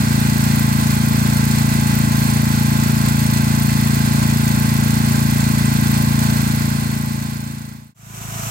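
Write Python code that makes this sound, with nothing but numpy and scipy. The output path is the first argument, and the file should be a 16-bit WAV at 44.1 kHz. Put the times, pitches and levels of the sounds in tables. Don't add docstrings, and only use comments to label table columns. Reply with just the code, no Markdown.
import sys
import numpy as np
from scipy import signal
from scipy.fft import rfft, irfft, next_fast_len
from scipy.io import wavfile

SR = 44100
rng = np.random.default_rng(int(sys.argv[2]) if len(sys.argv) > 2 else 0)


def dump(signal):
    limited = np.clip(np.atleast_2d(signal).T, -1, 1)
    pcm = np.round(limited * 32767).astype(np.int16)
    wavfile.write(sys.argv[1], SR, pcm)


N = 374850
TIME = np.arange(N) / SR
FFT_SIZE = 2 * next_fast_len(N // 2 + 8192)
FREQ = np.maximum(np.arange(FFT_SIZE // 2 + 1) * SR / FFT_SIZE, 1)

# firing_rate_multiple, relative_db
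THUMP_FIRST_SPOT = [(1, -35.3), (2, -12.9), (3, -10.1), (4, -4.1), (5, 0.0), (6, -12.1), (7, -5.1),
                    (8, -2.1), (9, -11.5), (10, -13.5), (11, -23.9), (12, -27.9), (13, -27.7), (14, -31.4)]
THUMP_SPRAY_SPOT = [(1, -26.8), (2, -11.8), (3, -19.6), (4, 0.0), (5, -2.6), (6, -7.7), (7, -8.2),
                    (8, -13.7), (9, -18.3), (10, -28.0), (11, -26.1), (12, -32.6), (13, -33.0), (14, -26.7)]
# firing_rate_multiple (rounded when played), left_db, right_db
TONES_FIRST_SPOT = [(11, -46, -52), (18, -46, -76), (22, -43.5, -48), (24, -45, -46), (30, -47.5, -44.5),
                    (31, -41.5, -35), (32, -48, -40), (37, -46, -40.5), (38, -48, -43), (39, -57, -42),
                    (55, -53, -51), (56, -44, -37.5), (70.84, -63, -39.5), (87, -71, -44.5)]
TONES_SPRAY_SPOT = [(14, -38, -42), (24, -30, -47), (25, -42, -29), (37, -48, -32), (54, -45, -31)]
# pitch_hz, left_db, right_db
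CLATTER_SHAPE = [(24.7, -75.5, -64.5), (160, -50.5, -54), (347, -60, -65.5), (470, -64, -69),
                 (754, -60.5, -65.5), (815, -69, -59.5), (1300, -76.5, -64.5), (1525, -67, -57.5),
                 (2020, -61.5, -66), (2350, -67.5, -66.5), (3640, -72.5, -67), (4500, -72.5, -67.5),
                 (8200, -71.5, -66.5), (15200, -74, -77.5)]
# pitch_hz, width_hz, boost_db
CASING_RINGS = [(844, 47, 6), (1050, 127, 5), (1401, 75, 6), (1580, 100, 3.5), (1950, 53, 4), (2130, 18, 3),
                (2500, 22, 4), (2580, 36, 4.5), (4340, 260, 7), (5880, 89, -4.5), (7400, 110, 3.5),
                (8710, 1020, 5.5), (12200, 320, -0.5)]
# start_cycles, rise_cycles, pitch_hz, width_hz, level_db
VALVE_RASPS = [(.297, 0.12, 7950, 7800, -68.5), (.647, 0.091, 13700, 7000, -65.5)]
# pitch_hz, left_db, right_db
SPRAY_SHAPE = [(25, -70, -63), (150, -56, -46), (516, -76, -61.5), (680, -55, -58), (1290, -55.5, -50),
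               (1800, -61, -59.5), (2500, -59.5, -57), (3300, -62, -61), (4940, -69, -65),
               (5630, -56.5, -59), (8050, -59.5, -53.5), (10300, -62, -62), (12200, -61, -60),
               (15500, -65, -70)]

FIRING_HZ, SPRAY_FIRING_HZ = 27.956, 27.5
SILENT_AT_S, FADE_S = 7.942, 1.69
JET_HITS_S, JET_RISE_S, JET_MISS_DB = 8.12, .05, -2
LEFT_DELAY_SAMPLES, TOP_HZ = 19, 15850


def undb(db):
    return 10 ** (np.asarray(db) / 20)


def curve(hz, db):
    return np.interp(np.log(FREQ), np.log(hz), db)


def bumps(rows):
    return sum(db / (1 + (2 * (FREQ - hz) / width) ** 2) for hz, width, db in rows)


def colour(x, db):
    cepstrum = irfft(db * np.log(10) / 20)
    cepstrum[..., 1:FFT_SIZE // 2] *= 2
    cepstrum[..., FFT_SIZE // 2 + 1:] = 0
    return irfft(rfft(x, FFT_SIZE) * np.exp(rfft(cepstrum)))[..., :N]


def noise():
    return rng.standard_normal(N) * np.sqrt(SR / 2)


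def wander(rate_hz):
    steps = rng.standard_normal(2048)
    return np.interp(TIME * rate_hz, np.arange(len(steps)), steps) * np.sqrt(3 / 2)


def stereo(x):
    return np.array([np.pad(x, (LEFT_DELAY_SAMPLES, 0))[:N], x])


def scatter(direct, loudness, corner_hz):
    direct_share = .2 + .72 / (1 + (FREQ / corner_hz) ** 2)
    scattered = loudness * np.array([noise(), noise()])
    straight = colour(stereo(direct), 10 * np.log10(direct_share))
    return straight + colour(scattered, 10 * np.log10(1 - direct_share))


def ripple(db, spacing_hz):
    heights = rng.standard_normal((2, 1024))
    depth_db = db * np.minimum(FREQ / 3500, 1)
    return depth_db * np.array([np.interp(FREQ / spacing_hz, np.arange(1024), row) for row in heights])


def engine_cycles():
    firing_hz = FIRING_HZ + .012 * TIME
    return .093 + np.cumsum(firing_hz) / SR + .014 * wander(3.5)


def exhaust(cycles, shape, db, uneven_db, jitter_s, side_gap_db):
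    firings = np.arange(int(cycles[-1]) + 1)
    chance = rng.standard_normal((len(firings), 2))
    times_s = np.interp(firings, cycles, TIME) + jitter_s * chance[:, 0]
    puffs = np.zeros(N)
    puffs[np.clip(times_s * SR, 0, N - 1).astype(int)] = undb(uneven_db * chance[:, 1])
    hz = np.arange(1, len(shape) + 1) * (cycles[-1] - cycles[0]) / TIME[-1]
    high_cut_db = 24 * np.log2(np.maximum(FREQ / hz[-1], 1))
    low_cut_db = 12 * np.log2(np.maximum(hz[0] / FREQ, 1))
    thumps = colour(puffs, curve(hz, np.array(shape)[:, 1]) - high_cut_db - low_cut_db)
    gap_db = side_gap_db * np.minimum(FREQ / 280, 1) ** 2
    side_gains = undb(db + np.array([gap_db, -gap_db]) / 2)
    return irfft(rfft(stereo(thumps / thumps.std()), FFT_SIZE) * side_gains)[:, :N]


def muffler_delay(x, hz, width_hz):
    phase = -2 * np.arctan2(FREQ * width_hz, hz ** 2 - FREQ ** 2)
    return irfft(rfft(x, FFT_SIZE) * np.exp(1j * phase))[..., :N]


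def casing_tones(cycles, tones, db, waver_db, wobble_rad):
    out = 0
    for multiple, left_db, right_db in tones:
        phase = 2 * np.pi * round(multiple) * cycles + rng.uniform(0, 2 * np.pi)
        tone = np.sqrt(2) * np.sin(phase + wobble_rad * wander(20))
        tone *= undb(waver_db * wander(16))
        out = out + undb(db + np.array([[left_db], [right_db]])) * stereo(tone)
    return out


def clatter(cycles, repeat_share, slack_s, throb_db):
    one_cycle = noise()[:int(TIME[-1] * SR / (cycles[-1] - cycles[0]))]
    place = (cycles % 1 * len(one_cycle) + slack_s * SR * wander(40)).astype(int)
    share = repeat_share * (.01 + 1 / (1 + (370 / FREQ) ** 8))
    repeating = colour(one_cycle[place % len(one_cycle)], 10 * np.log10(share))
    fresh = colour(noise(), 10 * np.log10(1 - share))
    loudness = undb(throb_db * np.cos(2 * np.pi * (cycles - .5)) + .54 * wander(30))
    hz, left_db, right_db = np.transpose(CLATTER_SHAPE)
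    shape_db = np.array([curve(hz, left_db), curve(hz, right_db)])
    casing_db = bumps(CASING_RINGS) + ripple(db=2.03, spacing_hz=70.05)
    knocks = scatter(loudness * (repeating + fresh), loudness, corner_hz=2360)
    return colour(knocks, shape_db + casing_db)


def valve_gear(cycles, uneven_db, grit_db, drift_db):
    out = 0
    casing_db = bumps(CASING_RINGS) + ripple(db=4.0, spacing_hz=88.64)
    lean_db = bumps([(6600, 15000, 2.1)]) * np.array([[-.5], [.5]])
    for start, rise, hz, width, db in VALVE_RASPS:
        cycle, age = np.divmod(cycles - start + 1, 1)
        chance = rng.standard_normal(int(cycles[-1]) + 2)[cycle.astype(int)]
        strength = undb(uneven_db * chance + drift_db * wander(2.23))
        grit = undb(grit_db * np.repeat(rng.standard_normal(N // 30 + 1), 30)[:N])
        swell = (age / rise * np.exp(1 - age / rise)) ** 2.17
        loudness = swell * strength * grit
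        band_db = -10 * np.log10(1 + ((FREQ - hz ** 2 / FREQ) / width) ** 2)
        rasp = scatter(loudness * noise(), loudness, corner_hz=4920)
        out = out + colour(rasp, db + band_db + lean_db + casing_db)
    return out


def water_jet(cycles, db, pump_db, flutter_db):
    off_pipe = np.clip(.5 - (TIME - JET_HITS_S) / JET_RISE_S, 0, 1)
    pulse_db = pump_db * np.cos(2 * np.pi * 6 * cycles)
    loudness = undb(JET_MISS_DB * off_pipe + pulse_db + flutter_db * wander(60))
    hiss = scatter(loudness * noise(), loudness, corner_hz=1300)
    hz, left_db, right_db = np.transpose(SPRAY_SHAPE)
    return colour(hiss, db + np.array([curve(hz, left_db), curve(hz, right_db)]))


def scene():
    cycles = engine_cycles()
    thumps = exhaust(cycles, THUMP_FIRST_SPOT, db=-15, uneven_db=-.06, jitter_s=.00004, side_gap_db=3.5)
    thumps = muffler_delay(thumps, hz=85.6, width_hz=20)
    running = muffler_delay(thumps, hz=326, width_hz=144)
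    running += casing_tones(cycles, TONES_FIRST_SPOT, db=-.5, waver_db=1.6, wobble_rad=.18)
    running += clatter(cycles, repeat_share=.43, slack_s=.00004, throb_db=.5)
    running += valve_gear(cycles, uneven_db=1.8, grit_db=2.8, drift_db=.16)

    cycles = .256 + SPRAY_FIRING_HZ * TIME
    thumps = exhaust(cycles, THUMP_SPRAY_SPOT, db=-17, uneven_db=0, jitter_s=.00004, side_gap_db=5)
    spraying = muffler_delay(thumps, hz=172, width_hz=160)
    spraying += casing_tones(cycles, TONES_SPRAY_SPOT, db=-5, waver_db=4.5, wobble_rad=.5)
    spraying += water_jet(cycles, db=-.2, pump_db=.5, flutter_db=1)

    fade = np.minimum(np.abs(TIME - SILENT_AT_S) / FADE_S, 1)
    return fade * np.where(TIME < SILENT_AT_S, running, spraying)


def record(dry):
    heard = colour(dry, bumps([(9720, 1220, -9.0)]))
    return signal.sosfilt(signal.ellip(12, .1, 80, TOP_HZ, fs=SR, output="sos"), heard)


dry = scene()
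out = record(dry)
dump(out)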